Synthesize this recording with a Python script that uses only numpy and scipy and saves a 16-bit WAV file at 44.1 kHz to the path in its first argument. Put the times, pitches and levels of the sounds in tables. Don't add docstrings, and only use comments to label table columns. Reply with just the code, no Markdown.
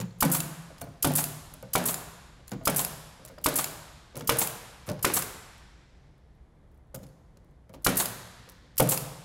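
import sys
import numpy as np
from scipy import signal
from scipy.fft import rfft, irfft
from scipy.io import wavfile
from scipy.ndimage import uniform_filter1d

SR = 44100
rng = np.random.default_rng(int(sys.argv[2]) if len(sys.argv) > 2 else 0)


def boost(x):
    u = np.asarray(x, float) / 20
    return 10 ** u


def master(y):
    cut = np.clip(np.atleast_2d(y).T, -1, 1)
    pcm = np.round(cut * 32767)
    wavfile.write(sys.argv[1], SR, pcm.astype(np.int16))


N = 407484

# pitch_hz, level_db per Hz
VENTILATION = [(14, -24), (36, -11), (65, -6.5), (97, -15.5), (134, -13.5), (228, -23.5), (703, -31.5),
               (1370, -40.5), (2100, -43), (2650, -52.5), (3400, -50), (5000, -57.5), (12000, -60.5),
               (13500, -83.5), (22000, -120)]

# start_s, knock_db, knock_hz, sheet_low_db, sheet_mid_db
LANDINGS = [(0.0, -32.5, 524, -27.5, -35), (.817, -30, 688, -38.5, -39.5), (.87, -41, 683, -42.5, -47),
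            (1.629, -34, 532, -40.5, -47.5), (2.519, -31, 500, -32.5, -30), (4.147, -40.5, 523, -53, -39),
            (4.167, -31, 544, -37.5, -41), (4.207, -35, 463, -46, -40), (4.221, -35.5, 474, -40, -49),
            (4.245, -39, 463, -56, -53.5), (4.881, -35, 495, -29.5, -33), (4.893, -26, 595, -30.5, -33.5),
            (4.9075, -27.5, 575, -43.5, -43), (6.9435, -36, 558, -42, -46), (6.949, -36, 530, -44.5, -44.5),
            (7.021, -49, 480, -41, -45), (7.037, -48.5, 553, -53.5, -52.5), (7.697, -45, 525, -46, -60.5),
            (7.739, -37.5, 525, -58.5, -41), (8.802, -11.5, 519, -46, -20.5), (8.873, -28, 515, -54, -50)]
# start_s, knock_db, knock_hz
TAPS = [(0.704, -41, 648), (1.54, -47.5, 610), (2.397, -49, 557), (2.613, -38.5, 652), (3.196, -43, 523),
        (3.249, -44.5, 627), (3.3, -38.5, 540), (3.38, -39, 594), (4.992, -48.5, 511), (7.03, -47.5, 528),
        (7.366, -54.5, 554), (8.478, -46.5, 506), (8.645, -53.5, 510)]

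# start_s, level_db, t60_s
LEVER = [(.0075, -40, 0.0099), (.022, -50, 0.018), (.029, -50, .02), (.054, -58, 0.016), (.065, -59, .015),
         (.806, -58, .02), (.888, -62, .02), (2.51, -46, .03), (2.628, -65, .012), (3.283, -42, 0.014),
         (3.317, -61, .015), (4.196, -42, .02), (4.862, -56, .02), (4.943, -56, .015), (5.015, -66, 0.014),
         (6.99, -58, .02), (7.03, -53, 0.018), (7.08, -67, .02), (.622, -52.5, .015), (.7864, -55.5, 0.022),
         (.799, -54, .02), (0.812, -40, 0.0083), (.8157, -32, 0.018), (.82, -46, .06), (.8409, -51, .02),
         (1.1176, -32.5, .02), (1.5385, -39, 0.026), (1.627, -38.5, 0.0085), (2.4746, -55, .022),
         (2.4802, -39, 0.019), (2.494, -42, 0.017), (3.2512, -35.5, 0.017), (3.26, -43, 0.027),
         (4.168, -35.5, .019), (4.175, -37, 0.023), (4.2453, -53.5, .02), (4.8688, -43.5, .026),
         (4.8746, -46.5, 0.064), (4.9329, -49, 0.018), (5.093, -37, .015), (5.58, -58, .03),
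         (6.18, -74.5, .03), (6.35, -77.5, .06), (6.715, -72, .06), (6.745, -72, .06), (6.775, -74, .06),
         (6.87, -78, .04), (7.51, -72, .03), (6.9455, -38.5, 0.025), (6.949, -35.5, 0.022),
         (6.957, -45.5, .035), (7.0181, -64, .02), (7.446, -66.5, 0.017), (7.732, -56, 0.013),
         (8.497, -43.5, 0.03), (8.52, -54, 0.018), (8.7695, -36, 0.0065)]
# start_s, level_db, t60_s
COIL = [(.0019, -31.5, 0.019), (0.012, -32, 0.04), (0.052, -65, 0.026), (.109, -60.5, 0.02),
        (0.782, -45, 0.022), (.8671, -61, .018), (2.5178, -32, 0.017), (2.524, -47, .06), (2.533, -48, .04),
        (3.277, -43.5, 0.015), (3.2875, -47, 0.039), (3.3853, -45, 0.012), (4.156, -37.5, 0.03),
        (4.185, -45, .03), (4.1925, -43.5, 0.03), (4.201, -47, .02), (4.209, -35.5, 0.024),
        (4.2215, -44, .022), (4.865, -55, .025), (4.885, -45, 0.026), (4.89, -32, .018),
        (4.898, -30, 0.024), (4.905, -45, .02), (4.916, -38, .028), (4.993, -46, 0.022), (6.959, -48, 0.03),
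        (7.047, -61, .015), (7.034, -50, 0.026), (7.039, -52, 0.025), (7.067, -53, 0.023),
        (7.3718, -51, .019), (7.6945, -50.5, 0.013), (7.702, -64, 0.022), (7.7388, -44, 0.012),
        (7.7446, -49, 0.069), (8.49, -44, 0.024)]
# pull_s, pull_db, release_ms before the exhaust, release_db
TRIGGER = [(0.1866, -52, 18, -26), (.9943, -69, 18, -24), (1.7087, -61, 18, -27), (2.6365, -50, 16, -27),
           (3.415, -51.5, 17.5, -26.5), (4.252, -55, 17, -25), (5.0057, -59, 17.5, -37),
           (7.823, -53, 14, -27), (8.7595, -53, 17.5, -28)]
# start_s, peak_db, pitch_hz, t60_s
PINGS = [(.002, -33, 7000, 0.023), (.086, -56, 4200, .015), (.109, -56, 4300, .03), (.782, -52, 5000, .03),
         (.8155, -40, 6300, .02), (.8155, -37, 9200, .02), (.828, -47, 4300, .04), (2.481, -52, 4100, .035),
         (2.483, -47, 7000, .03), (2.517, -35, 6800, .015), (3.251, -44, 7300, 0.028),
         (3.2765, -47, 6500, .015), (3.385, -49, 4800, .03), (4.1745, -43, 10200, 0.021),
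         (4.187, -46, 6500, 0.03), (4.898, -40, 4900, .02), (4.933, -46.5, 10300, .015),
         (6.948, -47, 6900, 0.047), (6.957, -47, 14000, 0.055), (6.957, -46.5, 4900, .025),
         (6.972, -52.5, 7400, 0.027), (7.034, -55, 6800, .03), (7.066, -62, 10700, 0.045),
         (7.089, -61, 11000, 0.027), (7.089, -69, 4400, 0.092)]
# start_s,
# level_db, rise_s, t60_s
SCUFFS = [(.008, -44.5, 0.0053, 0.17), (.812, -50, .002, 0.055), (1.628, -64, .002, .04),
          (2.516, -46, 0.0016, 0.18), (3.38, -48, .002, .04), (4.153, -48.5, .003, 0.14),
          (4.207, -40, .002, .04), (4.852, -47.5, 0.028, 0.066), (4.887, -44, .002, 0.07),
          (4.99, -46, .002, 0.037), (5.098, -28.5, .002, 0.034), (7.738, -53, .002, 0.1)]

# head_valve_s, blow_s, exhaust_s, cap_feed_s
SHOTS = [
    (.2080, .2256, .3188, .4031),
    (1.0277, 1.0461, 1.1554, 1.2397),
    (1.7361, 1.7544, 1.8578, 1.9421),
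    (2.6555, 2.6740, 2.7637, 2.8480),
    (3.4432, 3.4612, 3.5589, 3.6422),
    (4.2758, 4.2942, 4.3880, 4.4723),
    (5.0291, 5.0473, 5.1393, 5.2221),
    (7.8477, 7.8656, 7.9719, 8.0567),
    (8.7815, 8.7994, 8.8918, 8.9746),
]
HEAD_VALVE, BLOW, EXHAUST, CAP_FEED = range(4)
# inlet_db, vent_db, piston_return_db, cap_slider_db
AIR_LEVELS = [(-18, -23.5, -26, -20.5), (-18.5, -23, -25.5, -21), (-19, -25, -27, -22),
              (-21, -24.5, -25.5, -21), (-21, -24.5, -24, -21), (-22, -24, -24, -22.5),
              (-22.5, -24.5, -23, -21.5), (-18, -23, -22.5, -20.5), (-18.5, -23.5, -24, -20)]
# crack_db, thump_db, bumper_rattle_db
BLOWS = [(-11.5, -28.5, -22.5), (-16, -27.5, -22), (-10.5, -33, -20.5), (-11, -33, -22),
         (-11, -32.5, -20.5), (-9.5, -30, -18.5), (-11, -33.5, -18), (-10, -24, -18), (-15, -23, -22.5)]
CRACK_HZ = [1254, 1223, 1180, 1180, 1144, 1080, 1140, 1330, 1110]
TREBLE_DB = [-22.5, -23, -27, -21.5, -23, -25.5, -27, -26.5, -22]
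# delay_ms after the blow, level_db re the blow
REBOUNDS = [(64, -15), (59.2, -5.5), (59.6, -6.5), (61.4, -14), (63.4, -9), (65.7, -7), (56.6, -22),
            (60.9, -11), (70.2, -12)]

# delay_ms, level_db, rise_ms, hold_ms, t60_ms
INLET_STROKES = [
    (-4.5, -8.5, 3, 1, 20),
    (-1, -4.5, 1.3, 1.5, 22),
    (-0.5, -11.5, 6, 3, 90),
]
VENT_STROKES = [
    (-4.5, 1.5, 3.2, 7, 60),
    (13, -2, 3, 4.9, 40),
    (26, -2.5, 1.5, 5, 76),
    (38.5, -9.5, 1.5, 5.5, 380),
    (47.5, -6, 2.5, 2, 30),
    (31.5, -22, 5.4, 5.5, 150),
]
RETURN_STROKES = [
    (25.4, -2, 1.5, 7.6, 70),
    (17, -14, 2.5, 5.5, 40),
    (49, -14, 2.4, 1.6, 27),
]
CLACK_STROKES = [
    (-3.5, -7.5, 1, .5, 12),
    (28, 0, 5.5, 1.8, 38),
    (51.5, -8, 2, 3, 25),
]
BUMPER_STROKES = [
    (-1.5, -4, 1.2, 0.5, 7),
    (1.7, 0.5, 1.4, 1.2, 15),
    (2, -11.5, 3, 3.8, 48),
    (10.5, -17.5, 4, 5.5, 380),
    (23, -17, 2, 4, 40),
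]
TREBLE_STROKES = [
    (-1.9, -3, 1.2, .6, 8),
    (1.6, 1.5, 1.6, 1.2, 13),
    (23, -7, 1.5, 2.5, 40),
]
SNAP_STROKES = [
    (-0.9, -2.5, 1.59, 0.73, 11),
    (-4.5, -18, 3.2, .5, 50),
]

# pitch_hz, level_db per Hz
PUFF = [(800, -29), (2000, -22), (3500, -8), (5500, -2), (7000, 1), (12500, 4.5), (15300, 0.5),
        (16500, -16.5)]
HISS = [(1470, -38), (2500, -16.5), (3270, -16.5), (6010, -9), (7400, -2), (10300, 4), (12200, 3),
        (15700, -2), (16500, -30)]
RATTLE = [(900, -34), (1500, 0.5), (2300, 0), (3300, 0.5), (4660, -1), (5870, -2), (9000, -2.5),
          (11800, -0.5), (15400, -19)]
PISTON = [(500, -6), (1000, -8.5), (2000, -6.5), (4000, -11), (7500, -7), (10000, -29), (16000, -10)]
FEEDER = [(600, 1), (1500, -16), (2800, -7), (6000, -11), (11500, -1), (15500, -15), (16500, -15.5)]
METAL = [(1000, 2), (2000, -5.5), (4000, -4.5), (6500, -2), (9000, -12), (14000, -18.5)]
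HOUSING = [(300, -17), (650, -10), (1000, 1.5), (1300, -3.5), (1900, -14), (3500, -31)]
FELT = [(400, -18.5), (900, -1), (1400, -5.5), (1800, -8.5), (3000, -12), (5000, -21)]

# pitch_hz, level_db, t60_s
VALVE = [(3050, -16.5, .008), (5025, -10.5, 0.009), (12300, -10, 0.0088)]
CYLINDER = [(920, -8, 0.011), (1230, -12.5, 0.013), (3820, -21, 0.023), (4420, -11.5, 0.012),
            (6600, -12, 0.037), (7630, -4, 0.012)]
SLIDER = [(2709, -13.5, 0.043), (5070, -14, 0.022), (7270, -5.5, 0.014), (9300, -14.5, .012),
          (11500, -7, 0.01)]

# pitch_hz, level_db, t60_s
SHEET = [(115.1, -6.5, 0.23), (146.4, -5.5, 0.22), (180, 4.5, 0.079), (209, -5, 0.063), (259.2, 0, 0.084),
         (323, -12, 0.12), (334, 0.5, 0.031), (441.5, 0, 0.028), (515, -2, 0.038), (585.6, 8, 0.018),
         (698, -2.5, 0.03), (760, -1, 0.013), (860, 1.5, 0.019), (965, -7, 0.037), (1200, -4, 0.024),
         (1436, -10, 0.063), (1900, -10, 0.017), (2237, -6, 0.021), (2970, -3, 0.0085)]
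SHEET_BANDS_HZ = (0, 130, 210, 400, 650, 950, 9000)
SHEET_CHATTER = (0.57, 1.1, 1, 0.83, 0.66, 0.35)
BLOW_KICK = (0.49, 0.13, 0.33, 0.43, .6, 0.3)
TOUCH_KICK = (1, .7, 0.49, .6, .5, .5)
# deep_db, boom_db, low_db, mid_db, upper_db
SPOTS = [(-40.5, -28, -28.5, -35, -31), (-37.5, -31.5, -30, -33, -32), (-40.5, -35.5, -37, -32, -35.5),
         (-47.5, -38, -35, -32, -36), (-46, -43, -33, -32, -40.5), (-48.5, -41.5, -37, -31, -46.5),
         (-48.5, -41, -32.5, -36, -39.5), (-37, -34.5, -31.5, -31.5, -35.5), (-35.5, -29, -36, -42, -33.5)]
REBOUND_DB = (-4, -5, -1.5, -3.9, -0.1)
JOLT_DB = (-50, -45, -47, -53, -50.5, -54)
RAFTER_DB = [-1.4, -4.5, 6, -0.5, 0, 3.5, 8.5, -4, -3]
RAFTER_HZ = (295, 400)

# pitch_hz, t60_s, level_db
HALL = [(59.9, 0.83, -17.5), (122, 1.3, -3), (249, 0.94, -9), (463, 0.87, -4), (977, 1.5, -7),
        (2060, 0.68, -8), (3430, 0.74, -9), (6600, 0.96, -10), (8386, 0.98, -13.5), (13400, 0.69, -16),
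        (16000, .35, -16)]
# pitch_hz, level_db
ANNEX = [(500, -19), (1500, -1), (2100, 2), (2700, 0), (3600, 2), (5500, -2), (9000, -22.5), (12000, -53.5)]
# delay_s, level_db
ECHOES = [
    (.0065, -24),
    (.03, -22),
]


def colour(x, points):
    hz, db = np.transpose(points)
    log_hz = np.log(np.linspace(1, SR / 2, 2049))
    gain_db = np.interp(log_hz, np.log(hz), db, left=db[0] - 20, right=db[-1] - 20)
    cepstrum = irfft(gain_db * np.log(10) / 20)
    cepstrum[1:2048] *= 2
    response = irfft(np.exp(rfft(cepstrum[:2049], 4096)))[:2048]
    response = response / np.sqrt(np.sum(response ** 2))
    return signal.oaconvolve(x, response)[:len(x)]


def add(out, s, sound):
    i = max(int(s * SR), 0)
    out[i:i + len(sound)] += sound[:max(len(out) - i, 0)]


def swell(rise_s, t60_s, hold_s=0.):
    t = np.arange(int(.4 * SR)) / SR
    fall_s = np.clip(t - rise_s - hold_s, 0, 1)
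    return np.clip(t / rise_s, 0, 1) ** 2 * boost(-60 * fall_s / t60_s)


def ring(x, modes):
    hz, db, t60 = np.transpose(modes)[:, :, None]
    t = np.arange(2048) / SR
    partials = np.sin(2 * np.pi * hz * t) * boost(db - 60 * t / t60) / np.sqrt(t60 * SR / 28)
    return signal.oaconvolve(x, np.sum(partials, axis=0))[:len(x)]


def noisy(envelope, points, grain_db=0., modes=None):
    fine = uniform_filter1d(rng.standard_normal(N), size=24) * np.sqrt(24)
    gusts = uniform_filter1d(rng.standard_normal(N), size=110) * np.sqrt(110)
    grain = boost(grain_db * (fine + 0.34 * gusts))
    shake = envelope * grain * rng.standard_normal(N)
    out = colour(shake, points)
    if modes:
        out = out + ring(shake, modes)
    return out


def sheet(bands_db, push_s, chatter_s, kicks=TOUCH_KICK, rafter_db=0.):
    hz, db, t60 = np.transpose(SHEET)[:, :, None]
    detune, weight, sign = rng.standard_normal((3, len(SHEET), 1))
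    t = np.arange(8192) / SR
    rings = np.sin(2 * np.pi * hz * (1 + .03 * detune) * t) * np.sign(sign)
    rings = rings * boost(db + 1.5 * weight - 60 * t / t60)
    rings = rings * (1 - np.exp(-2 * t * hz / 2))
    between_rafters = (hz > RAFTER_HZ[0]) * (hz < RAFTER_HZ[1])
    rings = rings * boost(rafter_db * between_rafters)
    shake = 0.061 * rng.standard_normal(len(t)) * np.clip(t / 0.014, 0, 1)
    out = 0
    bands = zip(SHEET_BANDS_HZ, SHEET_BANDS_HZ[1:], bands_db, SHEET_CHATTER, kicks)
    for low_hz, high_hz, band_db, share, kick in bands:
        force = shake * np.exp(-t / (share * chatter_s)) + kick * (t == 0)
        modes = np.sum(rings * (hz >= low_hz) * (hz < high_hz), axis=0)
        band = signal.oaconvolve(modes, force)
        out = out + boost(band_db) * band / np.std(band[:2048])
    push = np.hanning(max(int(push_s * SR), 3))
    return signal.oaconvolve(out, push / push.sum())


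def staged(stage, level_db, strokes, colours, grain_db, modes=None):
    power = np.zeros(N)
    for lag_ms, stroke_db, rise_ms, hold_ms, t60_ms in strokes:
        envelope = swell(rise_ms / 1000, t60_ms / 1000, hold_ms / 1000)
        for shot, db in zip(SHOTS, level_db):
            add(power, shot[stage] + lag_ms / 1000, (boost(db + stroke_db) * envelope) ** 2)
    return noisy(np.sqrt(power), colours, grain_db, modes)


def ventilation():
    wander = uniform_filter1d(rng.standard_normal(N), size=8000) * 90
    rumble = colour(rng.standard_normal(N), VENTILATION) * boost(.6 * wander)
    return rumble * boost(-55) / np.std(rumble)


def thuds():
    out, t = np.zeros(N), np.arange(4096) / SR
    taps = [(s, db, hz, db - 12, db - 10.5) for s, db, hz in TAPS]
    for s, db, knock_hz, low_db, mid_db in sorted(LANDINGS + taps):
        pair = np.sin(2 * np.pi * knock_hz * t) + 0.11 * np.sin(2 * np.pi * 1.2 * knock_hz * t)
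        knock = pair * np.clip(t / 0.0012, 0, 1) * np.exp(-t / 0.016)
        add(out, s - .002, boost(db - 4.5) * knock)
        bands_db = (low_db - 9.0, low_db - 9.0, mid_db - 10.5, db - 17.5, db - 24.5, db - 22.0)
        add(out, s, sheet(bands_db, .0004, 0.025))
    return out


def ticks():
    bright, dull = np.zeros(N), np.zeros(N)
    parts = [(s, db, db - 4.5, t60) for s, db, t60 in LEVER]
    parts += [(s, db - 7.5, db, t60) for s, db, t60 in COIL]
    for shot, (pull_s, pull_db, go_ms, go_db) in zip(SHOTS, TRIGGER):
        pull = (pull_s, pull_db)
        stem_seats = (pull_s + 0.0094, pull_db - 2)
        release = (shot[EXHAUST] - go_ms / 1000, go_db)
        for s, db in (pull, stem_seats, release):
            parts.append((s, db, db - 17.5, 0.012))
    for s, tick_db, clank_db, t60 in parts:
        tick = boost(-2.5) * swell(.001, np.clip(t60, .008, .06))
        add(bright, s - .0012, boost(tick_db) * tick)
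        add(dull, s - .0012, boost(clank_db) * tick)
    return noisy(bright, HISS, 1.4) + noisy(boost(-2.5) * dull, METAL, 0.53)


def pings():
    out, t = np.zeros(N), np.arange(4096) / SR
    for (s, db, hz, t60), (apart, turn) in zip(PINGS, rng.random((len(PINGS), 2))):
        upper_hz = hz * (1.02 + .04 * apart)
        pair = np.sin(2 * np.pi * hz * t) + .6 * np.sin(2 * np.pi * (upper_hz * t + turn))
        add(out, s - .001, boost(db - 60 * t / t60) * pair * np.clip(t / .001, 0, 1))
    return out


def scuffs():
    flow = np.zeros(N)
    for s, db, rise_s, t60 in SCUFFS:
        add(flow, s, boost(db) * swell(rise_s, t60))
    return noisy(flow, FELT, 1.5)


def air():
    inlet_db, vent_db, return_db, snap_db = np.transpose(AIR_LEVELS)
    inlet = staged(HEAD_VALVE, inlet_db, INLET_STROKES, PUFF, 0.71, VALVE)
    vent = staged(EXHAUST, vent_db, VENT_STROKES, HISS, 1.5)
    piston = staged(EXHAUST, return_db - 5.5, RETURN_STROKES, PISTON, 2.6, CYLINDER)
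    clack = staged(EXHAUST, return_db - 6, CLACK_STROKES, HOUSING, 1.5)
    snap = staged(CAP_FEED, snap_db - 2, SNAP_STROKES, FEEDER, 1.5, SLIDER)
    return inlet + vent + piston + clack + snap


def driver():
    out, t = np.zeros(N), np.arange(8192) / SR
    rise_s, fall_s = .0023, 0.00055
    kick = np.clip(t / rise_s, 0, 1) ** 1.5 * np.exp(-np.clip(t - rise_s, 0, 1) / fall_s)
    suck = boost(-11) * np.sin(np.pi * np.clip(t / rise_s, 0, 1))
    thump = np.sin(2 * np.pi * 33 * t) * np.exp(-t / 0.013) * np.clip(t / 0.0059, 0, 1)
    shots = zip(SHOTS, BLOWS, SPOTS, CRACK_HZ, REBOUNDS, RAFTER_DB)
    for shot, (db, thump_db, _), spot_db, crack_hz, (back_ms, back_db), rafter_db in shots:
        crack = np.cos(2 * np.pi * crack_hz * (t - rise_s)) * kick - suck
        add(out, shot[BLOW] - rise_s, boost(db) * crack + boost(thump_db) * thump)
        add(out, shot[BLOW], sheet((*spot_db, db - 22.0), .0002, 0.027, BLOW_KICK, rafter_db))
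        fall_db = (*np.add(spot_db, REBOUND_DB), db - 30)
        add(out, shot[BLOW] + back_ms / 1000, boost(back_db) * sheet(fall_db, .001, .012))
        add(out, shot[EXHAUST] + 0.024, sheet(JOLT_DB, 0.00052, 0.0065))
    rattle_db = np.array(BLOWS)[:, -1]
    rattle = staged(BLOW, rattle_db, BUMPER_STROKES, RATTLE, 1.3)
    pawl = staged(BLOW, TREBLE_DB, TREBLE_STROKES, HISS, 1.4)
    return out + rattle + pawl


def diffuse(x):
    hz, _, sound = signal.stft(x, SR, nperseg=512)
    scatter = signal.stft(rng.standard_normal(N), SR, nperseg=512)[2]
    log_hz = np.log(hz + 1)

    def on_log(points, column):
        table = np.array(points)
        return np.interp(log_hz, np.log(table[:, 0]), table[:, column])

    treble = np.interp(log_hz, np.log([HALL[3][0], HALL[4][0]]), [0, 1])[:, None]
    power = uniform_filter1d(treble * np.abs(sound) ** 2, size=13, axis=0)
    t60 = np.array([on_log(HALL, 1), 2.01 + 0 * hz])
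    level_db = np.array([on_log(HALL, 2), on_log(ANNEX, 1) - 11.5])
    keep = boost(-120 * 256 / SR / t60)
    feed = (1 - keep) * boost(level_db) ** 2
    held, heard = 0, np.zeros(power.shape)
    for k in range(power.shape[1] - 2):
        held = keep * held + feed * power[:, k]
        heard[:, k + 2] = held.sum(axis=0)
    return signal.istft(np.sqrt(heard) * scatter / np.std(scatter), SR, nperseg=512)[1][:N]


def hall(x):
    t = np.arange(int(1.8 * SR)) / SR
    log_hz = np.log(np.linspace(1, SR / 2, len(t) // 2 + 1))
    centres = np.log(np.array(HALL)[:, 0])
    tail = np.zeros(len(t))
    for k, (_, t60, db) in enumerate(HALL[:4]):
        share = np.interp(log_hz, centres, np.eye(len(HALL))[k])
        band = irfft(rfft(rng.standard_normal(len(t))) * np.sqrt(share))
        tail += boost(db) * band * boost(-60 * t / t60) / np.sqrt(t60 * SR / 14)
    tail *= np.clip(t / 0.014, 0, 1)
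    for s, db in ECHOES:
        tail[int(s * SR)] += boost(db)
    return signal.oaconvolve(x, tail)[:N] + diffuse(x)


def scene():
    handling = thuds() + ticks() + pings() + scuffs()
    shots = air() + driver()
    reverberant = hall(shots + boost(-2.5) * handling)
    return (shots + handling + reverberant + ventilation())[None]


def band_limit(x):
    return signal.sosfilt(signal.butter(12, 16990, fs=SR, output="sos"), x)


def record(dry):
    top = signal.ellip(6, .3, 22, 15800, fs=SR, output="sos")
    mix = signal.sosfilt(top, dry)
    return band_limit(mix)


dry = scene()
out = record(dry)
master(out)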